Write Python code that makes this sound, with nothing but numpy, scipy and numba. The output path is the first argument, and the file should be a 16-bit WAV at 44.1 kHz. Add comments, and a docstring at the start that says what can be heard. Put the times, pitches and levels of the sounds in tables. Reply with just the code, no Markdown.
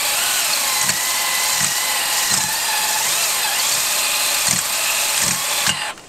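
"""Honing a cylinder with a cordless drill

A drill spins a hone (grinding stones on springy arms) in a small engine cylinder on a wooden bench.
Its gears whine and rattle, its speed control whistles and its fan hisses. The stones scrape the
cylinder wall, rasp on the way back, and now and then catch and shake the cylinder on the bench.
At last the hone pops out and rings, and the drill stops."""
import sys
import numpy as np
from scipy import signal
from scipy.fft import rfft, irfft
from scipy.io import wavfile
from scipy.ndimage import uniform_filter1d
from numba import njit

SR = 44100
rng = np.random.default_rng(int(sys.argv[2]) if len(sys.argv) > 2 else 0)


def log_audio(samples):
    """Write samples as a 16-bit WAV file to the path given in sys.argv[1]."""
    # one column per channel
    frames = np.atleast_2d(samples).T
    # limit to full scale, then quantise
    limited = np.clip(frames, -1, 1)
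    pcm = np.round(limited * 32767).astype(np.int16)
    wavfile.write(sys.argv[1], SR, pcm)


N = 268156
T = np.arange(N) / SR
TEETH_PER_TURN = 45  # gear teeth that meet in one turn of the hone
POP_S, POP_T60_S = 5.7, 0.053  # the hone leaves the cylinder; t60 is the time to fade by 60 dB
STOP_S = 5.905  # the trigger is let go


def drill(tooth_hz, teeth, turns, brake_db=3.5, coast_db=-25, unloaded_db=-10):
    """Rattling gears ring the gearbox and outer shell, with whine and whistle on top."""
    # ringing notes of the gearbox and of the shell: pitch_hz, width_hz, level_db
    gearbox_notes = [(579, 56, -6.5), (683, 32, -2), (846.3, 45.4, 3), (1050.3, 18, 4.5), (1146, 120, -5.5),
                     (1520, 340, -7), (1755, 69, 0), (1996, 186, -6)]
    shell_notes = [(2490, 220, 3), (2760, 180, 3.5), (3136, 205, 2), (3470, 310, -2.5), (4190, 400, -3)]
    chatter = gear_rattle(teeth)
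    # the small housing gives off little bass
    gearbox = resonate(chatter, gearbox_notes)
    gearbox = unit(colour(gearbox, [(200, -17), (450, -1), (560, 2), (2200, 0), (5000, -3)]))
    gearbox *= effort(tooth_hz, steady_db=-29, stroke_db=-3, return_db=1, octave_db=1.5)
    gearbox *= undb(brake_db * swell(5.88, 0.052))  # the gears clatter as the motor brakes
    shell = resonate(chatter, shell_notes)
    shell = unit(colour(shell, [(1500, 5), (2400, 6), (4500, 7), (9000, -9)]))
    shell *= effort(tooth_hz, steady_db=-29.5, stroke_db=-5.5, return_db=3, octave_db=-1)
    free = 1 - until(POP_S, POP_T60_S)
    tones = gear_whine(tooth_hz, teeth, turns) * undb(unloaded_db * free) + motor_whistle(teeth, free)
    running = until(STOP_S, t60=0.13)
    return (gearbox + shell) * np.maximum(running, undb(coast_db)) + tones * running


def gear_rattle(teeth, repeat_share=0.49, pulse_depth=0.82, steps_per_tooth=32):
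    """Teeth chatter as they meet, so the noise glides with speed; part of it repeats every turn."""
    # the rattle's tone: multiple_of_tooth_rate, level_db
    rattle_tone = [(.3, -6), (.42, 4), (.52, 15.5), (.62, 2.5), (.7, 6), (.84, 8.5), (1, 9), (1.2, 3.5),
                   (1.8, 7), (2.08, 10.5), (2.45, 5), (2.95, 5.5), (3.4, -2.5), (4, 3), (8, -2)]
    count = int(teeth[-1] + 2) * steps_per_tooth
    repeating = np.resize(rng.standard_normal(TEETH_PER_TURN * steps_per_tooth), count)
    chatter = np.sqrt(repeat_share) * repeating + np.sqrt(1 - repeat_share) * rng.standard_normal(count)
    chatter = colour(chatter, [(multiple * SR / steps_per_tooth, db) for multiple, db in rattle_tone])
    pulses = 1 + pulse_depth * np.cos(2 * np.pi * teeth)
    return np.interp(teeth * steps_per_tooth, np.arange(count), chatter) * pulses


def gear_whine(tooth_hz, teeth, turns, flutter_db=.55, roughness=.16):
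    """Meeting teeth sing; off-centre gears make odd and even harmonics throb by turns."""
    # the gears' harmonics: multiple_of_tooth_rate, level_db, throb_depth, throb_offset_turns
    harmonics = [(1, 4, .95, .18), (2, .7, .6, .65), (3, -2.7, .9, .1), (4, -4.5, .8, .55)]
    # swells of the upper harmonics: time_s, second_db, third_db, fourth_db
    swells = [(.3, 2, 3, 8), (.65, -1, -4, 7), (.9, 2.5, -3, 1), (1.15, -1, -2, -5), (1.36, 5.5, -2, -2),
              (1.55, -2, 0, -2), (1.89, 3, 2, -4), (2.05, -3, 4, 0), (2.3, 2, -1, 0), (2.5, 3, -3, -1),
              (2.75, -1, 1, -1), (2.92, -8, -2, -1), (3.1, 3, 4, -1), (3.24, 4, 9, 0), (3.38, -5, -5, -4),
              (3.5, 3, 3, 10.5), (3.57, -2, 8, -2), (3.74, -8, 5.5, -4), (3.95, -8, 0, -2),
              (5.5, -3, 0, -3), (5.8, 7, 2, 4)]
    # how well the housing carries each pitch: pitch_hz, level_db
    housing = [(700, -46), (820, -34), (880, -30.5), (950, -44.5), (1030, -35.5), (1200, -41),
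               (1480, -34.5), (1730, -34.5), (2000, -30), (2300, -40.5), (2560, -35), (2850, -33),
               (3050, -38), (3300, -34.5), (3700, -35), (4400, -39)]
    cycles = teeth + .026 * wander(200) + .04 * wander(30)
    labour = np.interp(tooth_hz, [870, 1020], [1, .45])  # a slower drill throbs more deeply
    out = 0
    for (multiple, db, depth, offset), swell_db in zip(harmonics, [0] + curves(swells)):
        throb = 1 + labour * depth * np.cos(2 * np.pi * (turns + offset))
        angle = 2 * np.pi * multiple * cycles
        # slack between the teeth roughens the upper harmonics most
        tone = throb * np.sin(angle) + multiple * roughness * wander(120) * np.cos(angle)
        housing_db, = curves(housing, at=multiple * tooth_hz)
        out += undb(housing_db + db + swell_db + multiple * flutter_db * wander(90)) * tone
    return out


def motor_whistle(teeth, free, switch_hz=4051, teeth_per_motor_turn=2.243, waver_db=2):
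    """Switched current makes the coils whistle, with side tones one and two motor spin rates away."""
    # the tones change with the trigger: time_s, whistle_db, first_side_db, second_side_db
    levels = [(.4, -34, -55, -55), (.8, -30.5, -36, -45), (1, -33, -41, -45), (1.2, -36, -31, -40),
              (1.45, -32.5, -35.5, -45), (1.7, -31.5, -46, -42), (2, -34, -34, -32),
              (2.48, -34.5, -48, -43), (2.65, -37, -50, -26.5), (2.72, -33, -50, -32),
              (2.84, -33, -47, -29), (2.93, -37, -41, -41), (3.25, -35, -52, -60), (3.45, -29, -42, -33),
              (3.7, -40, -40, -46), (4.2, -29, -35, -58), (4.6, -35.5, -40, -55), (5.55, -34, -37, -52),
              (5.84, -36, -39, -33), (5.92, -55, -56.5, -54)]
    whistle_db, *sides_db = curves(levels)
    switch = 2 * np.pi * switch_hz * T
    motor = 2 * np.pi * teeth / teeth_per_motor_turn
    out = undb(whistle_db + 1 + waver_db * wander(24.57)) * np.sin(switch)
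    octave_db = np.minimum(whistle_db, -42 + 6 * free)
    out += undb(octave_db + waver_db * wander(27)) * np.sin(2 * switch)
    for k, db in enumerate(sides_db, 1):
        pair = undb(1) * np.sin(switch + k * motor) + undb(-7) * np.sin(switch - k * motor)
        out += undb(db + waver_db * wander(25.36)) * pair
    return out * undb(3 * wander(110) - 1.5)  # a fast random flutter roughens the whistle


def stones(tooth_hz, turns, grit_db=4, patchy_db=0.84, exit_s=0.63, exit_db=-3.5):
    """Sharp grains tear at the wall; the harder the stones bite, the more the cylinder sings."""
    # tone of plain rubbing and of hard biting: pitch_hz, level_db
    rub_tone = [(150, -14), (400, -10.5), (700, -4.5), (1500, -5), (3000, -4), (4400, 2.5), (5300, -4.5),
                (6300, -10.5), (7100, -0.5), (8600, 4), (9500, -3.5), (10700, -6.5), (12000, 1),
                (13300, -5), (15500, -16.5)]
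    bite_tone = [(2500, -27), (4500, -8.5), (5300, -3.5), (6300, -3.5), (7300, 0.5), (8600, -20.5),
                 (10000, -25), (15500, -37)]
    # how hard the stones bite: time_s, level_db
    bite_levels = [(0, -31.5), (.3, -29.5), (.6, -26), (.72, -28), (.85, -27), (.98, -27.5), (1.12, -26.5),
                   (1.28, -31), (1.48, -25.5), (1.64, -25.5), (1.75, -25), (1.86, -30), (2.04, -34),
                   (2.19, -24), (2.5, -27), (2.75, -31), (2.9, -27), (3.12, -25), (3.3, -25.5),
                   (3.48, -33.5), (3.62, -25), (3.85, -25.5), (4.15, -29.5), (4.35, -26), (4.5, -28.5),
                   (4.8, -28.5), (5.2, -26), (5.45, -26.5), (5.68, -28)]
    bite_db, = curves(bite_levels)
    grains = [rng.standard_normal(N) * undb(grit_db * np.minimum(wander(3500), 3)) for _ in range(2)]
    rub = unit(colour(grains[0], rub_tone)) * undb(0.13 * (bite_db - np.mean(bite_db)))
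    rub *= effort(tooth_hz, steady_db=-23.5, stroke_db=-0.6, return_db=-0.5, octave_db=1.6)
    bite = unit(colour(grains[1], bite_tone)) * undb(bite_db)
    # the stones scrape less as they slide out
    slid_out = np.clip(1 + (T - POP_S) / exit_s, 0, 1)
    contact = until(POP_S, POP_T60_S) * undb(exit_db * slid_out)
    return cylinder((rub + bite) * contact, turns, t60=0.15) * undb(patchy_db * wander(140))


def cylinder(x, turns, t60):
    """The finned cylinder has many close notes; the turning stones ring them from changing places."""
    near, far = (echoes(x, 0, t60, samples=SR // 10) for _ in range(2))
    return (x + near * np.cos(2 * np.pi * turns) + far * np.sin(2 * np.pi * turns)) / np.sqrt(2)


def catches(turns, thud_lag_s=0.00416):
    """A caught stone grinds harshly for a moment and jolts the cylinder against the bench."""
    # the hardest catches: start_s, clash_db, thud_db, t60_s
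    hard_catches = [(.813, -10, -46, 0.037), (.834, -16, -42, 0.05), (.8725, -20, -38, 0.03),
                    (.8918, -3, -29.5, 0.029), (.9015, -4.5, -39, 0.029), (1.578, -17, -41, 0.02),
                    (1.6048, -13, -34, 0.054), (1.626, -13, -35, 0.056), (1.6446, -6, -31.5, 0.028),
                    (1.664, -10, -39, .045), (2.3125, -12, -35, 0.034), (2.321, -13, -33, 0.058),
                    (2.338, -5.5, -31, 0.058), (2.365, -11, -40, .03), (2.374, -9, -31.5, 0.045),
                    (2.4051, -12.5, -40, 0.12), (2.4365, -10.5, -32.5, 0.021), (3.0989, -18, -56, 0.025),
                    (3.7485, -13, -45, 0.061), (4.4695, -6, -48, 0.026), (4.48, -10, -34, 0.039),
                    (4.5098, -2.5, -30.5, 0.032), (4.527, -4.5, -23, .04), (4.56, -13, -38, 0.1),
                    (4.589, -9.5, -39, 0.058), (5.1771, -9.5, -52, 0.032), (5.2164, -11, -37, 0.08),
                    (5.2343, -9, -30, 0.054), (5.263, -8, -32, 0.026), (5.2801, -7, -27, 0.039),
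                    (5.3085, -8, -29, 0.061), (5.3455, -11, -42, .02), (5.672, -12.5, -30, 0.099),
                    (5.697, -11, -26, 0.063)]
    # tone of the grinding: pitch_hz, level_db
    clash_tone = [(200, -24), (450, -8), (700, 1), (1000, 0.5), (1800, 4.5), (3200, -1), (4300, -2),
                  (5300, 3), (6300, 6), (8400, 9.5), (10000, -10), (12000, -30), (15500, -28)]
    # the cylinder rocking on the bench: pitch_hz, level_db, t60_s
    bench_notes = [(95, 0, 0.18), (145, 5, 0.21), (184.2, 5.5, 0.16), (210, -5, 0.12), (307, -3, 0.086)]
    rows = list(hard_catches) + light_catches(turns)
    times, _, thud_db, _ = np.transpose(rows)
    force = np.sqrt(sum((undb(db) * fade(start, t60)) ** 2 for start, db, _, t60 in rows))
    clash = cylinder(force * noise(clash_tone), turns, t60=0.023)
    thud = strike(times + thud_lag_s, thud_db, bench_notes)
    # the bench gives off little deep bass, and a cloth on it softens the blow
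    thud = signal.sosfilt(signal.butter(2, [90, 360], "band", fs=SR, output="sos"), thud)
    return undb(-2) * clash + undb(-1) * thud


def light_catches(turns, stone_count=3, clash_db=-16.5, thud_db=-43, scatter_db=3.5, t60=0.033):
    """Near the end of a stroke, each passing stone snags with a random strength."""
    passes = np.flatnonzero(np.diff(np.floor(stone_count * turns)))
    loads = load(lag_s=-0.068, ramp_s=0.14)[passes]
    chance_db = scatter_db * rng.standard_normal(len(passes))
    return [(start, clash_db + db + 10 * np.log10(share), thud_db + db + 20 * np.log10(share), t60)
            for start, share, db in zip(T[passes], loads, chance_db) if share > 0 and start < POP_S]


def rasps(turns, slips_per_turn=6, decay_share=0.15, swing=0.34):
    """Drawn back, the arms stick and slip, harder twice a turn, ringing themselves and the cylinder."""
    # spells of rasping: peak_s, ramp_s, squeal_db, upper_rasp_db, cylinder_db
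    spells = [(4.16, 0.36, -32, -36, -32), (4.9, 0.2, -27.5, -35, -44), (5.56, 0.15, -37, -31, -42)]
    # the notes they ring: pitch_hz, width_hz, level_db
    squeal = [(2546, 63, 0.5), (2736, 55, 1)]
    upper_rasp = [(3480, 250, 0)]
    cylinder_ring = [(4165, 78, 0)]
    pressure = 1 + swing * np.cos(4 * np.pi * turns)
    slips = np.exp(-(slips_per_turn * turns % 1) / decay_share) * pressure
    out = 0
    for k, notes in enumerate((squeal, upper_rasp, cylinder_ring)):
        force = slips * rng.standard_normal(N)
        tone = 0
        for hz, width, db in notes:
            band = [(hz, 2 * width, 0)]
            tone += undb(db) * resonate(resonate(force, band), band)  # twice: quiet between the notes
        level = sum(undb(dbs[k]) * np.sqrt(swell(peak, ramp)) for peak, ramp, *dbs in spells)
        out += unit(tone) * level
    return out


def chirps(attack_s=0.0032, t60=0.015):
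    """A springy arm of the hone pings on one nearly pure note that builds, holds and dies away."""
    # the arms' pings: start_s, pitch_hz, level_db, length_s
    squeaks = [(0.53, 4370, -13.5, 0.014), (0.89, 4400, -15, 0.015), (2.309, 4140, -15.5, 0.013),
               (2.338, 5120, -17, .014), (2.374, 5230, -19, .014), (2.552, 4530, -21, 0.013),
               (3.235, 4690, -20, .016), (3.595, 4420, -16.5, 0.012), (3.724, 4500, -19, .013),
               (4.478, 4316, -15, 0.011), (4.563, 4260, -18, .013), (5.088, 4200, -20, .013),
               (5.305, 5650, -18, .014)]
    drift = .04 * wander(300)
    out = 0
    for start, hz, db, length in squeaks:
        shape = np.clip((T - start) / attack_s, 0, 1) * until(start + length - attack_s, t60)
        out += undb(db) * shape * np.sin(2 * np.pi * (hz * T + drift))
    return out


def arm_snaps(clack_t60=0.037):
    """The freed arms spring open, clack against their stops and ring."""
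    # the arms' blows: start_s, clack_db, ring_db
    blows = [(5.6656, -9, -41), (5.693, -15, -15.5), (5.772, -34, -29), (5.819, -26, -26.5),
             (5.977, -31, -48), (5.994, -36, -49), (6.039, -39, -59)]
    # notes of the steel arms: pitch_hz, level_db, t60_s
    arm_notes = [(1570, -2, 0.072), (2790, 1.5, 0.099), (2834, 3, 0.16), (2990, -2, 0.14),
                 (4070, -17, 0.04)]
    times, _, ring_db = np.transpose(blows)
    clack = noise([(300, -34), (650, -14), (1000, -3), (1650, 7),
                   (2600, -7), (4200, -1.5), (7000, -7), (12000, -20)])
    clack *= sum(undb(db) * fade(start, clack_t60) for start, db, _ in blows)
    return clack + strike(times, ring_db, arm_notes)


def fan(tooth_hz):
    """The motor's fan hisses louder with speed and dies when the trigger is let go."""
    # tone of the air in the vents: pitch_hz, level_db
    vent_tone = [(300, -21), (900, -1.5), (2000, 4), (4500, -1.5), (6200, -5), (7400, 0.5), (8250, 7),
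                 (9200, -0.5), (10000, -3.5), (12000, -9), (15500, -24)]
    return noise(vent_tone) * undb(-30) * until(STOP_S, t60=.06) * (tooth_hz / 1000) ** 1.43


def workshop(sound):
    """The cluttered shop adds steady noise and scatters a little sound sideways: (middle, side)."""
    # background noise shared by both ears, and differing between them: pitch_hz, level_db
    shared_tone = [(25, -7.5), (60, -15), (160, -7.5), (280, -7), (450, -7), (700, -9.5), (1500, -18.5),
                   (4000, -22), (8000, -17.5), (15000, -41)]
    side_tone = [(30, -18), (120, -3), (280, 1), (700, 3), (2000, -16), (8000, -10), (15000, -30)]
    # tone of the sideways echoes: pitch_hz, level_db
    echo_tone = [(30, -35), (80, -28), (260, -18), (700, -24.5), (2000, -28.5), (5000, -24), (8000, -23.5),
                 (12000, -17)]
    middle = sound + noise(shared_tone) * undb(-42.5)
    scattered = colour(echoes(middle, delay_s=0.0011, t60=0.067, samples=SR // 4), echo_tone)
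    return middle, undb(2) * scattered + noise(side_tone) * undb(-55.5)


def load(lag_s, ramp_s):
    """Drag that rises and falls as the stones bind at the end of each stroke."""
    # the stroke ends: time_s, share_of_full_load
    strokes = [(.92, 0.63), (1.68, 0.7), (2.44, 1), (3.15, .4), (3.8, 0.36), (4.6, .9), (5.34, 0.84),
               (5.77, 0.48)]
    return sum(share * swell(time + lag_s, ramp_s) for time, share in strokes)


def effort(tooth_hz, steady_db, stroke_db, return_db, octave_db):
    """Loudness of a layer that follows the hand's strokes and the drill's speed."""
    easing = load(lag_s=0.018, ramp_s=0.24)  # the hand eases off
    returning = load(lag_s=0.29, ramp_s=0.083)  # drawn back, the hone runs loose
    octaves = np.log2(tooth_hz / np.median(tooth_hz))
    return undb(steady_db + stroke_db * easing + return_db * returning + octave_db * octaves)


def undb(db):
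    """Turn decibels into a multiplier."""
    return 10 ** (np.asarray(db) / 20)


def unit(x):
    """Scale to an average power of 1."""
    return x / np.sqrt(np.mean(x ** 2))


def curves(table, at=T):
    """Join each column's points with lines, along the first column (usually time)."""
    first, *columns = np.transpose(table)
    return [np.interp(at, first, column) for column in columns]


def colour(x, points):
    """Shape a sound's tone with (pitch_hz, level_db) points."""
    hz, db = np.transpose(points)
    all_hz = np.maximum(np.arange(len(x) // 2 + 1) * SR / len(x), 1)
    return irfft(rfft(x) * undb(np.interp(np.log(all_hz), np.log(hz), db)), len(x))


def noise(points):
    """Steady noise shaped by (pitch_hz, level_db) points."""
    return unit(colour(rng.standard_normal(N), points))


def resonate(x, notes):
    """Ring (pitch_hz, width_hz, level_db) notes with a sound, flipping every second one."""
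    return sum((-1) ** k * undb(db) * signal.lfilter(*signal.iirpeak(hz, hz / width, SR), x)
               for k, (hz, width, db) in enumerate(notes))


def strike(times, levels_db, notes):
    """Sharp blows ring (pitch_hz, level_db, t60_s) notes."""
    blows = np.bincount((times * SR).astype(int), undb(levels_db), N)
    t = T[:SR // 2]
    tone = sum(undb(db - 60 * t / t60) * np.sin(2 * np.pi * hz * t) for hz, db, t60 in notes)
    return signal.fftconvolve(blows, tone)[:N]


def echoes(x, delay_s, t60, samples):
    """Smear a sound into a dense, dying tail."""
    tail = (rng.standard_normal(N) * fade(delay_s, t60))[:samples]
    return signal.fftconvolve(x, tail / np.linalg.norm(tail))[:N]


def wander(rate_hz):
    """A smooth random wobble of typical size 1."""
    step = int(SR / rate_hz)
    stairs = np.repeat(rng.standard_normal(N // step + 1), step)
    return unit(uniform_filter1d(stairs, step)[:N])


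def fade(start, t60):
    """Jump to 1 at start, then die away."""
    age = T - start
    return (age >= 0) * undb(-60 * np.clip(age / t60, 0, 2))


def until(end, t60):
    """Hold 1 up to end, then die away."""
    return (T < end) + fade(end, t60)


def swell(peak_s, ramp_s):
    """Rise to 1 and fall again, taking ramp_s each way."""
    return np.clip(1 - np.abs(T - peak_s) / ramp_s, 0, 1)


@njit
def follow(x, attack, release):
    """Track a level, rising fast and sinking slowly."""
    out, level = np.empty(len(x)), 0.
    for i in range(len(x)):
        level += (x[i] - level) * (attack if x[i] > level else release)
        out[i] = level
    return out


def scene(full_load_slowdown=.12):
    """Drill and hone work straight ahead, slowing each time the stones bind."""
    # speed set by the trigger, before the stones drag it down: time_s, tooth_rate_hz
    trigger_speed = [(.12, 1138), (.22, 1452), (.36, 1494), (.55, 1165), (.72, 1037), (1.36, 1003),
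                     (1.52, 1027), (1.88, 1020), (2.03, 943.4), (2.35, 976), (2.63, 922.4), (2.72, 846.8),
                     (3, 858), (3.06, 1018), (3.14, 1310), (3.22, 1411), (3.35, 1050), (3.5, 780.6),
                     (3.6, 1037), (3.67, 1142), (3.78, 1254), (4.35, 1181), (4.84, 1271), (5.66, 1137),
                     (5.87, 892), (5.95, 593)]
    trigger_hz, = curves(trigger_speed)
    tooth_hz = trigger_hz * (1 - full_load_slowdown * load(lag_s=0, ramp_s=.17))
    teeth = np.cumsum(tooth_hz) / SR  # gear teeth that have met so far
    turns = teeth / TEETH_PER_TURN
    tool = drill(tooth_hz, teeth, turns) + fan(tooth_hz)
    hone = stones(tooth_hz, turns) + rasps(turns) + catches(turns) + chirps() + arm_snaps()
    middle, side = workshop(tool + hone)
    return np.array([undb(0.93) * (middle + side), undb(1.2) * (middle - side)])


def record(dry, limit_db=-18.5, cut_share=0.7, attack_s=0.068, release_s=0.15, top_hz=15600):
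    """Automatic volume control dips after loud catches; peaks are rounded and the top treble is cut."""
    power = uniform_filter1d(np.mean(dry ** 2, axis=0), size=256)
    heard = follow(power, 1 / (attack_s * SR), 1 / (release_s * SR))
    gain = np.maximum(heard / undb(limit_db) ** 2, 1) ** (-cut_share / 2)
    return signal.sosfilt(signal.ellip(10, .2, 80, top_hz, fs=SR, output="sos"), np.tanh(dry * gain))


dry = scene()
out = record(dry)
log_audio(out)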